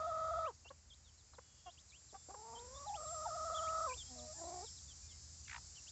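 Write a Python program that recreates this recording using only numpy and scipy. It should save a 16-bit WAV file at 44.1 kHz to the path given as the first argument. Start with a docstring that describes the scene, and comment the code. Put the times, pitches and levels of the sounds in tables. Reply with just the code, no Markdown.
"""Hens and chicks in a backyard

Hens wail, moan, squeak and cluck, their voices shaped by throat resonances; one ends with a dry rattle.
Chicks peep around them in short gliding whistles, and far-off birds hold faint notes. Cicadas swell
in the trees, a hissing chorus and one clicking buzz, over a low rumble and the hush of the garden."""
import sys
import numpy as np
from scipy import signal
from scipy.fft import rfft, irfft
from scipy.io import wavfile

SR = 44100
rng = np.random.default_rng(int(sys.argv[2]) if len(sys.argv) > 2 else 0)


def file_out(sig):
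    """Save sig as 16-bit WAV at sys.argv[1]."""
    # one column per channel
    cols = np.atleast_2d(sig).T
    # limit, then scale
    lim = np.clip(cols, -1, 1)
    pcm = np.round(lim * 32767).astype(np.int16)
    wavfile.write(sys.argv[1], SR, pcm)


N = 260631
TIME = np.arange(N) / SR


def gain_of(db):
    """Decibels to a factor."""
    return 10 ** (np.asarray(db) / 20)


def unit_rms(x):
    """Scales to an rms of one."""
    return x / np.sqrt(np.mean(x ** 2) + 1e-20)


def db_at(spectrum, hz):
    """Reads a spectrum on a log-frequency axis."""
    points_hz, db = np.transpose(spectrum)
    return np.interp(np.log(hz + 1), np.log(points_hz + 1), db)


def follow(rows, t):
    """Reads every column of a curve at the times t."""
    times, *columns = np.transpose(rows)
    return [np.interp(t, times, column) for column in columns]


def add(mix, start_s, sound):
    """Mixes a sound in at start_s."""
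    part = mix[max(round(start_s * SR), 0):][:len(sound)]
    part += sound[:len(part)]


def noise(colour):
    """Noise of unit rms with the given spectrum."""
    hz = np.fft.rfftfreq(N, 1 / SR)
    return unit_rms(irfft(rfft(rng.standard_normal(N)) * gain_of(db_at(colour, hz)), N))


def waver(rate_hz, octaves, size=N):
    """Random wobble of about unit rms, in a band around a rate."""
    hz = np.fft.rfftfreq(N, 1 / SR)
    band = np.exp(-(np.log2((hz + 0.00093) / rate_hz) / octaves) ** 2 / 2)
    return unit_rms(irfft(rfft(rng.standard_normal(N)) * band, N))[:size]


def bump(t, length):
    """A smooth rise and fall, centred on zero."""
    return np.cos(np.pi * np.clip(t / length, -.5, .5)) ** 2


def yard(x, wet_db, t60_s):
    """Adds sparse, fading scatter from fence, wall and trees."""
    t = np.arange(SR // 2) / SR
    taps = rng.standard_normal(len(t)) * (rng.random(len(t)) < 2000 / SR)
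    taps *= (t > .005) * gain_of(-60 * t / t60_s)
    return x + gain_of(wet_db) * signal.fftconvolve(x, taps / np.linalg.norm(taps))[:N]


# Air rushing through the open beak: freq_hz, level_db
BEAK_AIR = [(100, -17), (400, -7.5), (900, 8), (1300, -5), (1550, -17.5), (1850, 5.5), (2500, -22),
            (3000, -26.5), (3600, -1.5), (4200, -9), (7200, -8), (8200, -23)]
def hen_voice(rows, throat, quaver, quaver_hz, jitter, rasp, upper_db, air_db, doubling=((0, 0),)):
    """Quavering harmonics filtered by the throat, plus pulsing breath; returns start_s and the sound."""
    t = np.arange(rows[0][0], rows[-1][0], 1 / SR)
    size = len(t)
    pitch_hz, level_db, second_db = follow(rows, t)
    hz = pitch_hz * (1 + quaver * waver(quaver_hz, 1.0, size))
    turns = np.cumsum(hz * (1 + jitter * waver(90, 0.4, size))) / SR
    # second_db and upper_db set harmonics 2 and 3 against the first, ahead of the throat
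    source_db = [0, second_db] + [upper_db - 6 * np.log2(k / 3) for k in range(3, 9)]
    tone = power = 0
    for k, db in enumerate(source_db, 1):
        tone += gain_of(db + db_at(throat, k * hz)) * np.cos(2 * np.pi * k * turns)
        power += gain_of(db + db_at(throat, k * pitch_hz)) ** 2 / 2
    # uneven beats rasp; alternating strong and weak beats add the octave below
    depth, = follow(doubling, t)
    beats = 1 + rasp * waver(49, 0.66, size)
    beats += depth * (1 + 0.54 * waver(25, 0.78, size)) * np.cos(np.pi * turns)
    air = gain_of(air_db) * noise(BEAK_AIR)[:size] * (1 + 0.32 * np.cos(2 * np.pi * turns))
    fades = signal.windows.tukey(size, 0.0019 * SR / size)
    return t[0], gain_of(level_db) * (tone / np.sqrt(power) * beats + air) * fades


# Upward catches in a wail: centre_s, length_s, rise_hz
CATCHES = [(0.083, .06, 52), (0.324, .04, 25.5), (0.383, .035, 44), (2.961, .05, 75.5), (3.038, .04, 46),
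           (3.129, 0.088, 73), (3.279, 0.068, 90), (3.36, 0.0333, 85), (3.465, 0.063, 35.5),
           (3.53, 0.032, 37.5), (3.627, .04, 19.7)]
def wail_contour(start_s, hold_s, release_s, start_db, full_db, second_db, sag):
    """Rows for hen_voice: a note that swells and lifts with effort, thins as it catches, then drops."""
    t = np.arange(0, hold_s + release_s, .001)
    effort_db = full_db + (start_db - full_db) * np.clip(1 - t / hold_s, 0, 1) ** 1.3
    held_hz = 644.1 + 3 * (effort_db + 40)
    lift_hz = sum(rise * bump(start_s + t - centre, length) for centre, length, rise in CATCHES)
    after_s = np.maximum(t - hold_s, 0)
    dropped = 1 - np.exp(-(after_s / 0.015) ** 2)
    dying = (after_s / release_s) ** 4
    pitch_hz = (held_hz + lift_hz) * (1 - .21 * dropped) * (1 - sag * dying)
    level_db = effort_db - 0.0167 * lift_hz - 4 * dropped - 22.5 * dying
    return np.transpose([start_s + t, pitch_hz, level_db, second_db + 0.5 * (level_db - full_db)])


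# Hoarse spells in a wail: centre_s, length_s, depth_ratio
HOARSE_SPELLS = [(.01, 0.046, 0.2), (0.352, .05, 0.25), (3.021, 0.073, 0.56), (3.503, 0.038, 0.62),
                 (3.8, .12, 0.22)]
def hoarse(start_s, sound, rate_hz):
    """A second, slower vibration in the throat beats against the voice for moments at a time."""
    t = start_s + np.arange(len(sound)) / SR
    depth = sum(peak * bump(t - centre, length) for centre, length, peak in HOARSE_SPELLS)
    turns = np.cumsum(rate_hz * (1 + 0.11 * waver(30, 1.0, len(t)))) / SR
    return start_s, sound * (1 + depth * np.cos(2 * np.pi * turns))


# The throat of a wailing hen: freq_hz, gain_db
WAIL_THROAT = [(200, -14), (600, 0.5), (1290, 3.5), (1350, -7), (1420, -22), (1550, -1), (1900, -33),
               (2600, -30), (3600, -14.5), (5000, -39.5), (8000, -47.5)]
# Wails: start_s, hold_s, release_s, start_db, full_db, second_harmonic_db, final_sag_ratio
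WAILS = [(0, 0.462, 0.054, -41.5, -39.5, 1.5, 0.42), (2.958, 0.8993, 0.1, -51.5, -39, 5, 0.06)]
def wails():
    """Two loud held cries; each catch pushes the second harmonic off the throat's resonance."""
    out = np.zeros(N)
    for row in WAILS:
        call = hen_voice(wail_contour(*row), WAIL_THROAT, quaver=0.019, quaver_hz=34.5, jitter=0.008,
                         rasp=0.064, upper_db=-8, air_db=-22, doubling=[(0, 0.0078)])
        add(out, *hoarse(*call, rate_hz=105))
    return out


# The swell of the chorus: time_s, level_db
CHORUS_SWELL = [(0.0, -66), (0.35, -65.5), (0.48, -68), (0.76, -72), (2.17, -67.5), (3.14, -60.5),
                (3.74, -57), (4.21, -59.5), (4.62, -57.5), (4.77, -60.5), (5.1, -61.5), (5.91, -60)]
# Its bright hiss: freq_hz, level_db
CHORUS_COLOUR = [(2500, -28), (3500, -14.5), (4200, -7.5), (4700, -1), (5500, -5.5), (6300, -1), (7200, 1),
                 (7650, 0), (7950, -19), (8400, -23.5)]
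def cicada_chorus(trim_db=1):
    """Many far cicadas blur into a fluttering hiss."""
    level_db, = follow(CHORUS_SWELL, TIME)
    flutter_db = 0.74 * waver(12, 0.87)
    return gain_of(level_db + trim_db + flutter_db) * noise(CHORUS_COLOUR)


# The nearest cicada's buzz: time_s, level_db
BUZZ_SWELL = [(0, -79), (1.6, -76), (2.3, -69), (3.1, -59), (3.7, -59), (4.7, -60.5), (5.2, -65.5),
              (5.91, -63)]
# Its sharpest whine, a single harmonic: time_s, level_db
WHINE_SWELL = [(0, -83), (1.85, -75), (2.25, -63), (2.75, -62.5), (3.12, -54), (3.45, -62.5), (3.95, -58),
               (4.72, -61), (4.92, -72), (5.91, -69)]
# Multiples of the click rate that its body favours: harmonic_number, gain_db
CICADA_BODY = [(25, -6.5), (26, -10), (27, -9), (28, -7.5), (30, -11.5), (31, -17), (33, -12.5), (34, -3),
               (38, -14.5), (40, -24)]
def near_cicada(click_hz=203.6, quicken_hz_per_s=.76, whine_harmonic=36):
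    """High harmonics of a slowly quickening click rate; leaves make each fade and drift by itself."""
    buzz_db, = follow(BUZZ_SWELL, TIME)
    whine_db, = follow(WHINE_SWELL, TIME)
    turns = np.cumsum(click_hz + quicken_hz_per_s * TIME) / SR

    def harmonic(k, fade_db):
        fading = gain_of(fade_db * waver(1.8, 1.1))
        return fading * np.cos(2 * np.pi * (k * turns + rng.random()) + 0.31 * waver(4.5, 0.52))

    buzz = sum(gain_of(db) * harmonic(k, fade_db=3) for k, db in CICADA_BODY)
    whine = harmonic(whine_harmonic, fade_db=1.8)
    return gain_of(buzz_db) * unit_rms(buzz) + gain_of(whine_db) * unit_rms(whine)


# The background bed: time_s, rumble_db, hush_db
GARDEN_LEVELS = [(0, -60, -68), (.4, -59.5, -74), (.6, -66.5, -76), (1.3, -67, -75.5), (2.2, -69, -74.5),
                 (2.6, -63, -70), (3.7, -59.5, -69.5), (4.8, -61.5, -72.5), (5.5, -60, -73.5),
                 (5.91, -67.5, -71.5)]
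# The deep rumble: freq_hz, level_db
RUMBLE_COLOUR = [(18, -62), (35, -24), (50, -2.5), (62, 1.5), (78, -2), (92, -7), (122, -4.5), (160, -16),
                 (250, -22.5), (400, -46.5), (1000, -68)]
# The soft hush: freq_hz, level_db
HUSH_COLOUR = [(20, -28), (60, -0.5), (200, 5), (400, 0), (800, -0.5), (1500, -1.5), (2600, -4),
               (4000, -11), (8000, -16)]
def garden(hum_hz=78.4):
    """A distant low rumble with a wavering hum in it, and a soft broadband hush."""
    rumble_db, hush_db = follow(GARDEN_LEVELS, TIME)
    hum = np.sin(2 * np.pi * np.cumsum(hum_hz + 2.5 * waver(3.94, 0.99)) / SR)
    rumble = unit_rms(noise(RUMBLE_COLOUR) + gain_of(0.5) * hum)
    return gain_of(rumble_db) * rumble + gain_of(hush_db) * noise(HUSH_COLOUR)


def whistles(rows, glide, tremble, overtone_db):
    """Nearly pure bird notes; glide gives the pitch as u runs from 0 to 1 along each note."""
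    out, wobble = np.zeros(N), waver(130, 1.0)
    for start_s, length_s, level_db, *shape in rows:
        u = np.arange(0, 1, 1 / (length_s * SR))
        unsteady = np.roll(wobble, -round(start_s * SR))[:len(u)]
        phase = 2 * np.pi * np.cumsum(glide(u, *shape) * (1 + tremble * unsteady)) / SR
        swell = np.sqrt(2) * np.sin(np.pi * u) ** 0.28 * (1 + 0.2 * unsteady)
        tone = np.sin(phase) + gain_of(overtone_db) * np.sin(2 * phase)
        add(out, start_s, gain_of(level_db) * swell * tone)
    return out


# Peeps that sweep up: start_s, length_s, level_db, start_hz
RISING_PEEPS = [(.449, 0.039, -60.5, 2200), (1.774, 0.028, -65, 2660), (1.92, .057, -65.5, 2250),
                (2.941, .028, -57.5, 2420), (3.668, 0.03, -60, 1998), (5.869, 0.031, -60.5, 2630)]
# Peeps that settle, then flick up: start_s, length_s, level_db, held_hz, start_above_ratio, rise_ratio
SCOOPED_PEEPS = [(.647, 0.054, -61, 2734, -0.0065, 0.77), (.9, 0.047, -61.5, 3080, 0.21, 0.37),
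                 (1.65, 0.074, -67.5, 3140, 0.1, 0.4), (1.662, 0.049, -65, 2740, 0.058, 0.4),
                 (2.551, 0.053, -60, 3050, 0.06, 0.5), (2.745, .046, -62.5, 3540, -0.015, 0.13),
                 (3.627, .045, -60.5, 3180, 0.07, 0.1), (3.893, 0.055, -54, 2260, 0.16, 0.51),
                 (4.06, 0.046, -68.5, 3190, 0.047, .24), (4.22, .045, -68, 3920, .05, .1),
                 (4.44, .033, -65, 3930, .12, .02)]
# Peeps that sweep down: start_s, length_s, level_db, start_hz
FALLING_PEEPS = [(1.04, 0.061, -72.5, 3820), (1.17, .05, -74.5, 4260), (1.339, 0.02, -70, 4230),
                 (1.888, .037, -69.5, 4250), (2.085, 0.031, -71, 4170), (2.867, 0.033, -62.5, 4090),
                 (3.059, 0.038, -67.5, 4000), (3.521, .022, -66, 4380), (4.18, 0.025, -61, 4200),
                 (4.649, 0.037, -61.5, 3990), (4.768, 0.025, -64.5, 4200), (5.086, 0.046, -66.5, 3650)]
# Peeps that leap to a top note and slide off: start_s, length_s, level_db, top_hz, top_position_ratio
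ARCHED_PEEPS = [(3.546, 0.054, -51, 3490, 0.35), (3.975, .055, -53, 3635, 0.24),
                (4.88, .052, -64, 3560, 0.2), (5.45, .028, -71, 2920, .3), (5.758, 0.039, -62.5, 3100, .25)]
def chicks():
    """Chicks whistle four shapes of peep; the falling ones are thinner and farther off."""
    rising = lambda u, hz: hz * (1 + .52 * u ** 1.2)
    scooped = lambda u, hz, above, rise: hz * (1 + above * (1 - u) ** 3 + rise * u ** 5.4)
    falling = lambda u, hz: hz * (1 - .24 * u ** 1.6)
    arched = lambda u, hz, top: hz * (1 - .19 * (u - top) ** 2 / ((u - top) ** 2 + 0.42 ** 2))
    kinds = [(RISING_PEEPS, rising), (SCOOPED_PEEPS, scooped), (ARCHED_PEEPS, arched)]
    near = sum(whistles(rows, glide, tremble=0.0033, overtone_db=-15) for rows, glide in kinds)
    far = whistles(FALLING_PEEPS, falling, tremble=0.0078, overtone_db=-21)
    return yard(near, wet_db=-17, t60_s=0.32) + yard(far, wet_db=-7.5, t60_s=0.092)


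# Short clucks: start_s, length_s, level_db, pitch_hz, throat_hz
CLUCKS = [(.652, 0.026, -61.5, 353, 690), (.703, 0.02, -51.5, 546, 840), (1.328, .031, -65.5, 364, 840),
          (1.382, .016, -52.5, 510, 760), (1.659, .045, -51, 356.7, 740), (2.128, 0.016, -58, 253, 476),
          (2.141, 0.031, -51.5, 386.6, 910), (2.282, 0.016, -58, 240, 460), (2.292, 0.034, -52.5, 391, 710),
          (2.342, .015, -49.5, 505, 846), (3.96, 0.028, -62.5, 268, 414)]
def clucks(firm_db=-51.5):
    """Bursts of pulses and puffs through one throat resonance, cut steeply below it."""
    out = np.zeros(N)
    throat = lambda ratio: 1 / (1 + 1.25j * (ratio - 1 / ratio)) ** 2 / (1 + (0.58 / ratio) ** 6)
    for start_s, length_s, level_db, pitch_hz, throat_hz in CLUCKS:
        u = np.arange(0, 1, 1 / (length_s * SR))
        # a firm cluck is clear and falls slightly; softer ones are hoarser and rise
        softer_db = firm_db - level_db
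        glide = -0.021 + 0.2 * softer_db
        rough = np.clip(0.24 + 0.15 * softer_db, 0, 1)
        turns = np.cumsum(pitch_hz * (1 + glide * (u - .5))) / SR
        tone = sum(throat(k * pitch_hz / throat_hz) / k ** 1.44 * np.exp(2j * np.pi * k * turns)
                   for k in range(1, 9)).real
        breath = irfft(rfft(rng.standard_normal(SR)) * throat((np.arange(SR // 2 + 1) + 1) / throat_hz))
        puffs = breath[:len(u)] * (1 + 1.2 * np.cos(2 * np.pi * turns))
        sound = unit_rms((1 - rough) * unit_rms(tone) + rough * unit_rms(puffs))
        add(out, start_s, gain_of(level_db) * sound * np.sin(np.pi * u ** 0.73))
    return out


# Thin calls of far-off birds: start_s, length_s, level_db, start_hz, end_hz
FAR_CALLS = [(1.39, .4, -82, 3360, 3270), (1.4, .22, -83, 2990, 2830), (2.14, .12, -78, 3520, 3420),
             (4.47, .22, -79, 2310, 2260), (5.02, .07, -79, 2450, 2390), (5.09, .09, -79, 2130, 2090)]
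def far_birds():
    """Faint held notes that sink a little, blurred by the trees."""
    straight = lambda u, start_hz, end_hz: start_hz + (end_hz - start_hz) * u
    return yard(whistles(FAR_CALLS, straight, tremble=.025, overtone_db=-30), wet_db=-6, t60_s=.4)


# The throat in moans and squeaks: freq_hz, gain_db
MOAN_THROAT = [(200, 2.5), (750, 14), (1100, 0), (1400, -7.5), (1900, -14.5), (2600, -43), (4000, -30),
               (8000, -40)]
# Four moan contours: time_s, pitch_hz, level_db, second_harmonic_db
CLIMBING_MOAN = [(2.32, 405, -63.5, 3), (2.38, 421, -57.5, 8), (2.46, 453, -56, 9), (2.56, 464, -54.5, 10),
                 (2.7, 506, -60.5, -0.5), (2.76, 555, -56.5, 13), (2.85, 571, -55, 22.5),
                 (2.87, 650, -58, 6)]
LOW_MOAN = [(4.07, 275, -84, -15), (4.115, 252, -58.5, -17), (4.16, 245, -61, -10),
            (4.25, 241, -59.5, -13.5), (4.29, 236, -78, -11)]
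HIGH_MOAN = [(4.155, 670, -64, -12), (4.195, 600, -57.5, 8), (4.25, 622, -59.5, -12), (4.305, 614, -54, 5),
             (4.33, 635, -59, 1), (4.345, 840, -71, 13), (4.385, 880, -62.5, 18), (4.405, 760, -62, 10)]
PURRING_MOAN = [(4.35, 322, -71.5, -7), (4.405, 328, -55.5, 4), (4.418, 336, -49.5, 2),
                (4.452, 329, -51.5, 3.5), (4.485, 360, -49.5, 1), (4.505, 325.5, -52, 3.5),
                (4.53, 368, -50, 2), (4.605, 353, -52, 4.5), (4.648, 451, -54, -3), (4.666, 470, -77.5, -4)]
def moans():
    """Soft voiced calls from several hens: one climbs through a growl, then three overlap."""
    out = np.zeros(N)
    growl = [(2.43, 0.05), (2.47, 0.33), (2.55, 0.52), (2.58, 0.07)]  # time_s, depth_ratio
    add(out, *hen_voice(CLIMBING_MOAN, MOAN_THROAT, quaver=0.022, quaver_hz=31.1, jitter=0.0061,
                        rasp=0.16, upper_db=2.5, air_db=-22.5, doubling=growl))
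    add(out, *hen_voice(LOW_MOAN, MOAN_THROAT, quaver=0.0058, quaver_hz=25, jitter=0.0091,
                        rasp=.04, upper_db=-11, air_db=-18))
    add(out, *hen_voice(HIGH_MOAN, MOAN_THROAT, quaver=0.0067, quaver_hz=25, jitter=0.012,
                        rasp=0.031, upper_db=-1, air_db=-31))
    last = hen_voice(PURRING_MOAN, MOAN_THROAT, quaver=0.031, quaver_hz=42, jitter=0.006,
                     rasp=0.093, upper_db=1.5, air_db=-21)
    add(out, *purring(*last, rate_hz=58, depth=0.34))
    return out


# Two squeak contours: time_s, pitch_hz, level_db, second_harmonic_db
LONG_SQUEAK = [(2.861, 810, -59, -23), (2.872, 842, -47, -26.5), (2.9, 815, -44, -31),
               (2.925, 808, -48.5, -21), (2.945, 860, -42.5, -13), (2.958, 810, -47, -22),
               (2.967, 720, -58, -15)]
SHORT_SQUEAK = [(3.251, 900, -60, -23), (3.26, 905, -40, -20), (3.269, 871, -41.5, -7),
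                (3.282, 730, -53.5, -17)]
def squeaks():
    """A hen's voice breaks upward into a nearly pure tone."""
    out = np.zeros(N)
    add(out, *hen_voice(LONG_SQUEAK, MOAN_THROAT, quaver=0.026, quaver_hz=40, jitter=0.0082,
                        rasp=0.019, upper_db=-29, air_db=-26))
    add(out, *hen_voice(SHORT_SQUEAK, MOAN_THROAT, quaver=0.0089, quaver_hz=40, jitter=.008,
                        rasp=.03, upper_db=-29, air_db=-26))
    return out


def purring(start_s, sound, rate_hz, depth):
    """A moan throbs as the voice beats at a slightly uneven rate."""
    turns = np.cumsum(rate_hz * (1 + .15 * waver(20, 0.94, len(sound)))) / SR
    return start_s, sound * (1 + depth * np.cos(2 * np.pi * turns))


# The force behind the rattle: time_s, level_db
RATTLE_FORCE = [(5.483, -55.5), (5.5, -50.5), (5.562, -47.5), (5.583, -56.5)]
def rattle(start_s=5.4825, rate_hz=61, pulses=7, lead_s=.01):
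    """A creak so slow that each puff is heard alone, sinking and dulling as the hen's throat closes."""
    out, t, hz = np.zeros(N), np.arange(2048) / SR, np.fft.rfftfreq(2048, 1 / SR) + 1
    resonance = lambda centre, width: 1 / (1 + 1j * (hz ** 2 - centre ** 2) / (hz * width))
    opened, shut = (2220, -10, -4), (980, 1, -35)  # throat_hz, low_db, edge_db
    for k, (throat_hz, low_db, edge_db) in enumerate(np.linspace(opened, shut, pulses)):
        pulse_s = start_s + k / rate_hz
        level_db, = follow(RATTLE_FORCE, pulse_s)
        puff = rng.standard_normal(len(t)) * np.exp(-((t - lead_s) / 0.0044) ** 2)
        throat = resonance(throat_hz, 1970) ** 3 + gain_of(low_db) * resonance(935, 280) ** 2
        throat += gain_of(edge_db) * resonance(3270, 900) ** 2
        pulse = irfft(rfft(puff) * throat / (1 + (720 / hz) ** 8))  # a small throat radiates little bass
        pulse /= np.sqrt(np.sum(pulse ** 2) / (0.0097 * SR))
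        add(out, pulse_s - lead_s, gain_of(level_db) * pulse)
    return out


def scene():
    """The flock close by; birds, insects and garden behind, in mono."""
    hens = yard(wails() + squeaks() + moans() + clucks() + rattle(), wet_db=-18, t60_s=.11)
    return (hens + chicks() + far_birds() + cicada_chorus() + near_cicada() + garden())[None]


def record(dry):
    """A steep low-pass takes off the top of the treble."""
    lowpass = signal.firwin(401, cutoff=8350, window=("kaiser", 8), fs=SR)
    return signal.oaconvolve(dry, lowpass[None], "same")


dry = scene()
out = record(dry)
file_out(out)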